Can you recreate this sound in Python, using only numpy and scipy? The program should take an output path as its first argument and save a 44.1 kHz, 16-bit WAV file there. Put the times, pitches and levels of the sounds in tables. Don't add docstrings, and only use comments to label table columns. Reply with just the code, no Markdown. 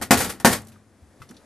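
import sys
import numpy as np
from scipy import signal
from scipy.fft import rfft, irfft
from scipy.io import wavfile
from scipy.ndimage import uniform_filter1d

SR = 44100
rng = np.random.default_rng(int(sys.argv[2]) if len(sys.argv) > 2 else 0)


def digitize_waveform(pressure):
    field = np.atleast_2d(pressure).T
    bounded = np.clip(field, -1, 1)
    quanta = np.round(bounded * 32767).astype(np.int16)
    wavfile.write(sys.argv[1], SR, quanta)


N = 63945
T = np.arange(N) / SR
HZ = np.fft.rfftfreq(2 * N, 1 / SR)

# frequency in Hz, side over mid in dB.
STEREO_WIDTH = [(30, -8.5), (60, -10.5), (200, -16.5), (700, -16), (1300, -13), (2400, -11), (4400, -9),
                (8000, -7), (15000, -4.5)]
# frequency in Hz, relative level in dB.
AIR_COLOUR = [(25, -21), (45, -14), (65, -4), (105, -0.5), (160, -13.5), (225, -3), (400, -10),
              (640, -13.5), (1100, -19.5), (1800, -20.5), (2800, -29.5), (10500, -30), (12300, -37),
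              (13500, -61.5)]
# time in seconds, level in dB.
AIR_SWELLS = [(0, -48), (.35, -56.5), (.62, -50), (.85, -58.5), (1.0, -57.5), (1.2, -55), (1.45, -53)]
# start in seconds, level in dB, centre in Hz, width in octaves, 60 dB decay (t60) in seconds.
LOW_BUMPS = [(.004, -38, 97, .4, .15), (.160, -24, 83, 0.35, .22), (.502, -22.5, 75.9, 0.27, 0.15),
             (1.0, -52, 80.2, 0.44, 0.44), (1.199, -40.5, 100.6, 0.53, 0.21),
             (1.293, -40.5, 220, 0.48, 0.17), (1.309, -34.5, 220, 0.38, 0.07), (1.385, -73, 219, .5, 0.51)]
SMALL_TICKS = [(.618, -46, 8300, 0.43, 0.029), (.649, -47.5, 8240, 0.51, 0.02),
               (.670, -47, 7500, .8, 0.035), (.683, -50, 7060, 1.6, 0.093), (.718, -56.5, 1800, 2, 0.18),
               (.758, -54.5, 1280, 0.32, 0.072), (1.130, -66.5, 1420, 0.36, 0.063),
               (1.220, -50, 2120, 1.74, 0.12), (1.291, -51, 4500, .8, 0.053),
               (1.308, -48.5, 8000, 0.47, 0.036), (1.313, -45.5, 930, 0.73, 0.036),
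               (1.343, -59.5, 4040, .5, .08), (1.366, -52.5, 4030, 0.46, 0.094)]
# frequency in Hz, gain in dB.
TOUCH_EQ = [(10000, 1.5), (12500, 6.5), (14000, -27)]
# start in seconds, burst level in dB, panel level in dB, rise in seconds, t60 in seconds.
LANDINGS = [(.013, -34.5, -21.5, 0.0018, 0.11), (.021, -23.5, -32, .001, 0.15),
            (.171, -21.5, -22.5, .004, 0.41), (0.203, -20.5, -14.5, 0.0011, 0.28),
            (.238, -27, -35, 0.0091, 0.18), (0.29, -28, -32.5, 0.01, 0.17),
            (0.3995, -35, -31, 0.00045, .12), (.503, -25.5, -22, 0.015, 0.16),
            (.522, -20.5, -21.5, 0.0096, 0.19)]
# frequency in Hz, relative level in dB.
CLATTER_COLOUR = [(30, -16), (50, -10), (78, 1), (150, 1), (400, -2.5), (750, -3), (2000, -2), (2700, -5.5),
                  (3050, -4), (3700, -8), (10500, -5), (13500, -7), (15000, -41)]
# frequency in Hz, multiple of the landing's t60.
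CLATTER_DECAY = [(80, 2), (1000, 1.0), (10000, 0.77)]
# pitch in Hz, level in dB, t60 in seconds.
PANEL_MODES = [(79.7, -25.5, 0.25), (127.6, -26, 0.36), (180, -26, 0.26), (219.3, -12, 0.12),
               (255.3, -12.5, 0.17), (369.2, -19, 0.17), (529.8, -13, 0.1), (700.2, -15, .13),
               (772.4, -13.5, 0.089), (825.5, -16.5, 0.11), (927, -14, 0.09), (1099, -20.5, .18),
               (1443, -18.5, .17), (1583, -20, 0.098), (1803, -20.5, 0.17), (1880, -20.5, 0.1),
               (2020, -25.5, 0.11)]
# start in seconds, panel level in dB, crash level in dB,
# rebound delay in seconds, rebound relative to the blow in dB, body hum level in dB.
HAMMER_BLOWS = [(0.1079, 2, -11, .022, -14, -47), (0.4471, 3, -11.5, .023, -8.5, -34.5)]
# frequency in Hz, relative level in dB.
CRASH_COLOUR = [(30, -17.5), (100, -8.5), (250, 0.5), (430, -3), (800, -2.5), (1250, -5.5), (1900, -2),
                (2700, -6.5), (3100, -7), (3700, -9.5), (9500, -8.5), (13000, -12.5), (15500, -27)]
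# frequency in Hz, t60 in seconds before stretching.
CRASH_DECAY = [(100, .19), (800, 0.28), (2000, .17), (5000, .18), (13000, .18)]
# pitch in Hz, level in dB, t60 in seconds.
BODY_MODES = [(98, 0, 1.3), (212.2, -1, 1.1), (1160, -11.5, 0.47)]
# pitch in Hz, level in dB, t60 in seconds.
LUMP_MODES = [(1160, -6.5, 0.089), (1303, 3.5, 0.052), (1438, -7, 0.066), (2040, -12, 0.11),
              (2640, -11, 0.067)]
# pitch in Hz, level in dB, t60 in seconds.
CLINK_MODES = [(3000, -13.5, 0.18), (3510, -10, 0.087), (4350, -6.5, 0.086), (5040, -9.5, 0.062),
               (5830, 0, 0.051), (7200, -13.5, 0.052), (9820, -3.5, 0.065)]
# start in seconds, level in dB.
GRIP_CLINKS = [(1.218, -54), (1.2898, -47.5), (1.309, -55), (1.342, -63), (1.366, -54.5)]
# frequency in Hz, left over right in dB.
MIC_BALANCE = [(60, 4), (150, 1.5), (400, 2.26), (1200, 1.5), (4000, 1), (8500, 1), (11000, 2), (13000, -4)]
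# frequency in Hz, lead of the left in radians.
MIC_PHASE = [(2500, 0.032), (5000, 0.36), (8500, 0.61), (15000, 0.91)]

PANEL_ATTACK_S, CRACK_T60_S, CRACK_DB = 0.00039, 0.029, -11
MODE_SCATTER_DB, LINE_WIDTH_HZ = 1.83, 4.3
GRAIN_HZ, GRAIN_DB = 537, 1
RIPPLE_HZ, RIPPLE_DB = 50.09, 4
LOW_CUT_HZ, TOP_HZ = 110, 15000
CLIP_CEILING, CLIP_HARDNESS = 0.97, 3


def amp(db):
    return 10 ** (np.asarray(db) / 20)


def unit_rms(x):
    return x / np.sqrt(np.mean(x ** 2) + 1e-20)


def attack(seconds):
    return 1 - np.exp(-T / seconds)


def decay(t60):
    return np.exp(-np.log(1000) * T / t60)


def curve(points, hz=HZ):
    freqs, values = np.transpose(points)
    return np.interp(np.log(hz + 1), np.log(freqs + 1), values)


def eq(x, gain):
    return irfft(rfft(x, 2 * N) * gain)[..., :N]


def at(start, x):
    silence = np.zeros(x.shape[:-1] + (round(start * SR),))
    return np.concatenate([silence, x], axis=-1)[..., :N]


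def pan(db):
    return amp(np.array([[db], [-db]]))


def noise(colour_db):
    width = amp(curve(STEREO_WIDTH))
    gains = amp(colour_db) * np.array([np.ones_like(width), width]) / np.hypot(1, width)
    mid, side = eq(rng.standard_normal((2, N)), gains)
    return unit_rms(np.array([mid + side, mid - side]))


def outdoor_air():
    level_db = np.interp(T, *np.transpose(AIR_SWELLS))
    return noise(curve(AIR_COLOUR)) * amp(level_db) * pan(0.5)


def touches(rows, attack_s):
    out = np.zeros((2, N))
    for start, db, centre, octaves, t60 in rows:
        distance = np.log2((HZ + 1) / centre) / octaves
        band_db = -20 * np.log10(1 + distance ** 2)
        out += at(start, amp(db) * noise(band_db) * decay(t60) * attack(attack_s))
    return eq(out, amp(curve(TOUCH_EQ))) * pan(-0.24)


def contact_burst(colour_db, decays, hold_s, stretch):
    wash = noise(colour_db)
    grain_db = GRAIN_DB * np.interp(T * GRAIN_HZ, np.arange(N), rng.standard_normal(N))
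    hz, t, bands = signal.stft(wash * unit_rms(amp(grain_db)), SR, nperseg=256)
    t60 = stretch * curve(decays, hz)[:, None]
    loss_db = 60 * np.maximum(t - hold_s, 0) / t60
    return signal.istft(bands * amp(-loss_db), SR, nperseg=256)[1][:, :N]


def ring(modes, loose=False):
    out = np.zeros(N)
    for hz, db, t60 in modes:
        jitter = uniform_filter1d(rng.standard_normal(N), size=200)
        blur = np.cumsum(jitter) * np.sqrt(2 * np.pi * LINE_WIDTH_HZ / SR)
        phase = 2 * np.pi * (hz * T + loose * rng.random()) + blur
        level = amp(db + MODE_SCATTER_DB * rng.standard_normal())
        out += level * decay(t60) * np.sin(phase)
    return out * attack(PANEL_ATTACK_S)


def loose_parts(ripple_db):
    out = np.zeros((2, N))
    colour_db = curve(CLATTER_COLOUR) + ripple_db
    for start, db, panel_db, rise, t60 in LANDINGS:
        burst = contact_burst(colour_db, CLATTER_DECAY, hold_s=rise, stretch=t60)
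        burst *= np.minimum(T / rise, 1)
        out += at(start, amp(db) * burst + amp(panel_db) * ring(PANEL_MODES, loose=True))
    return out * pan(0.08)


def crash(colour_db):
    return contact_burst(colour_db, CRASH_DECAY, hold_s=0.0093, stretch=0.97) * attack(PANEL_ATTACK_S)


def hammer(ripple_db):
    out = np.zeros((2, N))
    colour_db = curve(CRASH_COLOUR) + ripple_db
    for start, panel_db, crash_db, rebound_s, rebound_db, hum_db in HAMMER_BLOWS:
        crack = amp(CRACK_DB) * noise(colour_db) * decay(CRACK_T60_S)
        clang = amp(panel_db) * ring(PANEL_MODES) + amp(crash_db) * crash(colour_db)
        hum = amp(hum_db) * ring(BODY_MODES)
        rebound = amp(panel_db) * ring(PANEL_MODES, loose=True) + amp(crash_db) * crash(colour_db)
        out += at(start, crack + clang + hum)
        out += at(start + rebound_s, amp(rebound_db) * rebound)
    low_cut = signal.butter(2, LOW_CUT_HZ, "high", fs=SR)
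    return signal.lfilter(*low_cut, out)


def lump_knock():
    return at(1.218, amp(-39) * ring(LUMP_MODES))


def clinks():
    return sum(at(start, amp(db) * ring(CLINK_MODES)) for start, db in GRIP_CLINKS)


def scene():
    ripple_db = RIPPLE_DB * np.interp(HZ / RIPPLE_HZ, np.arange(N), 2 * rng.random(N) - 1)
    ticks = touches(SMALL_TICKS, attack_s=0.00056)
    bumps = touches(LOW_BUMPS, attack_s=0.0077)
    handling = ticks + bumps + clinks() + lump_knock()
    return hammer(ripple_db) + loose_parts(ripple_db) + handling + outdoor_air()


def record(dry):
    split = np.array([[0.5], [-0.5]])
    mics = eq(dry, amp(split * curve(MIC_BALANCE)) * np.exp(1j * split * curve(MIC_PHASE)))
    clipped = mics / (1 + np.abs(mics / CLIP_CEILING) ** CLIP_HARDNESS) ** (1 / CLIP_HARDNESS)
    steep_high_cut = 1 / np.sqrt(1 + (HZ / TOP_HZ) ** 160)
    return eq(clipped, steep_high_cut)


dry = scene()
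out = record(dry)
digitize_waveform(out)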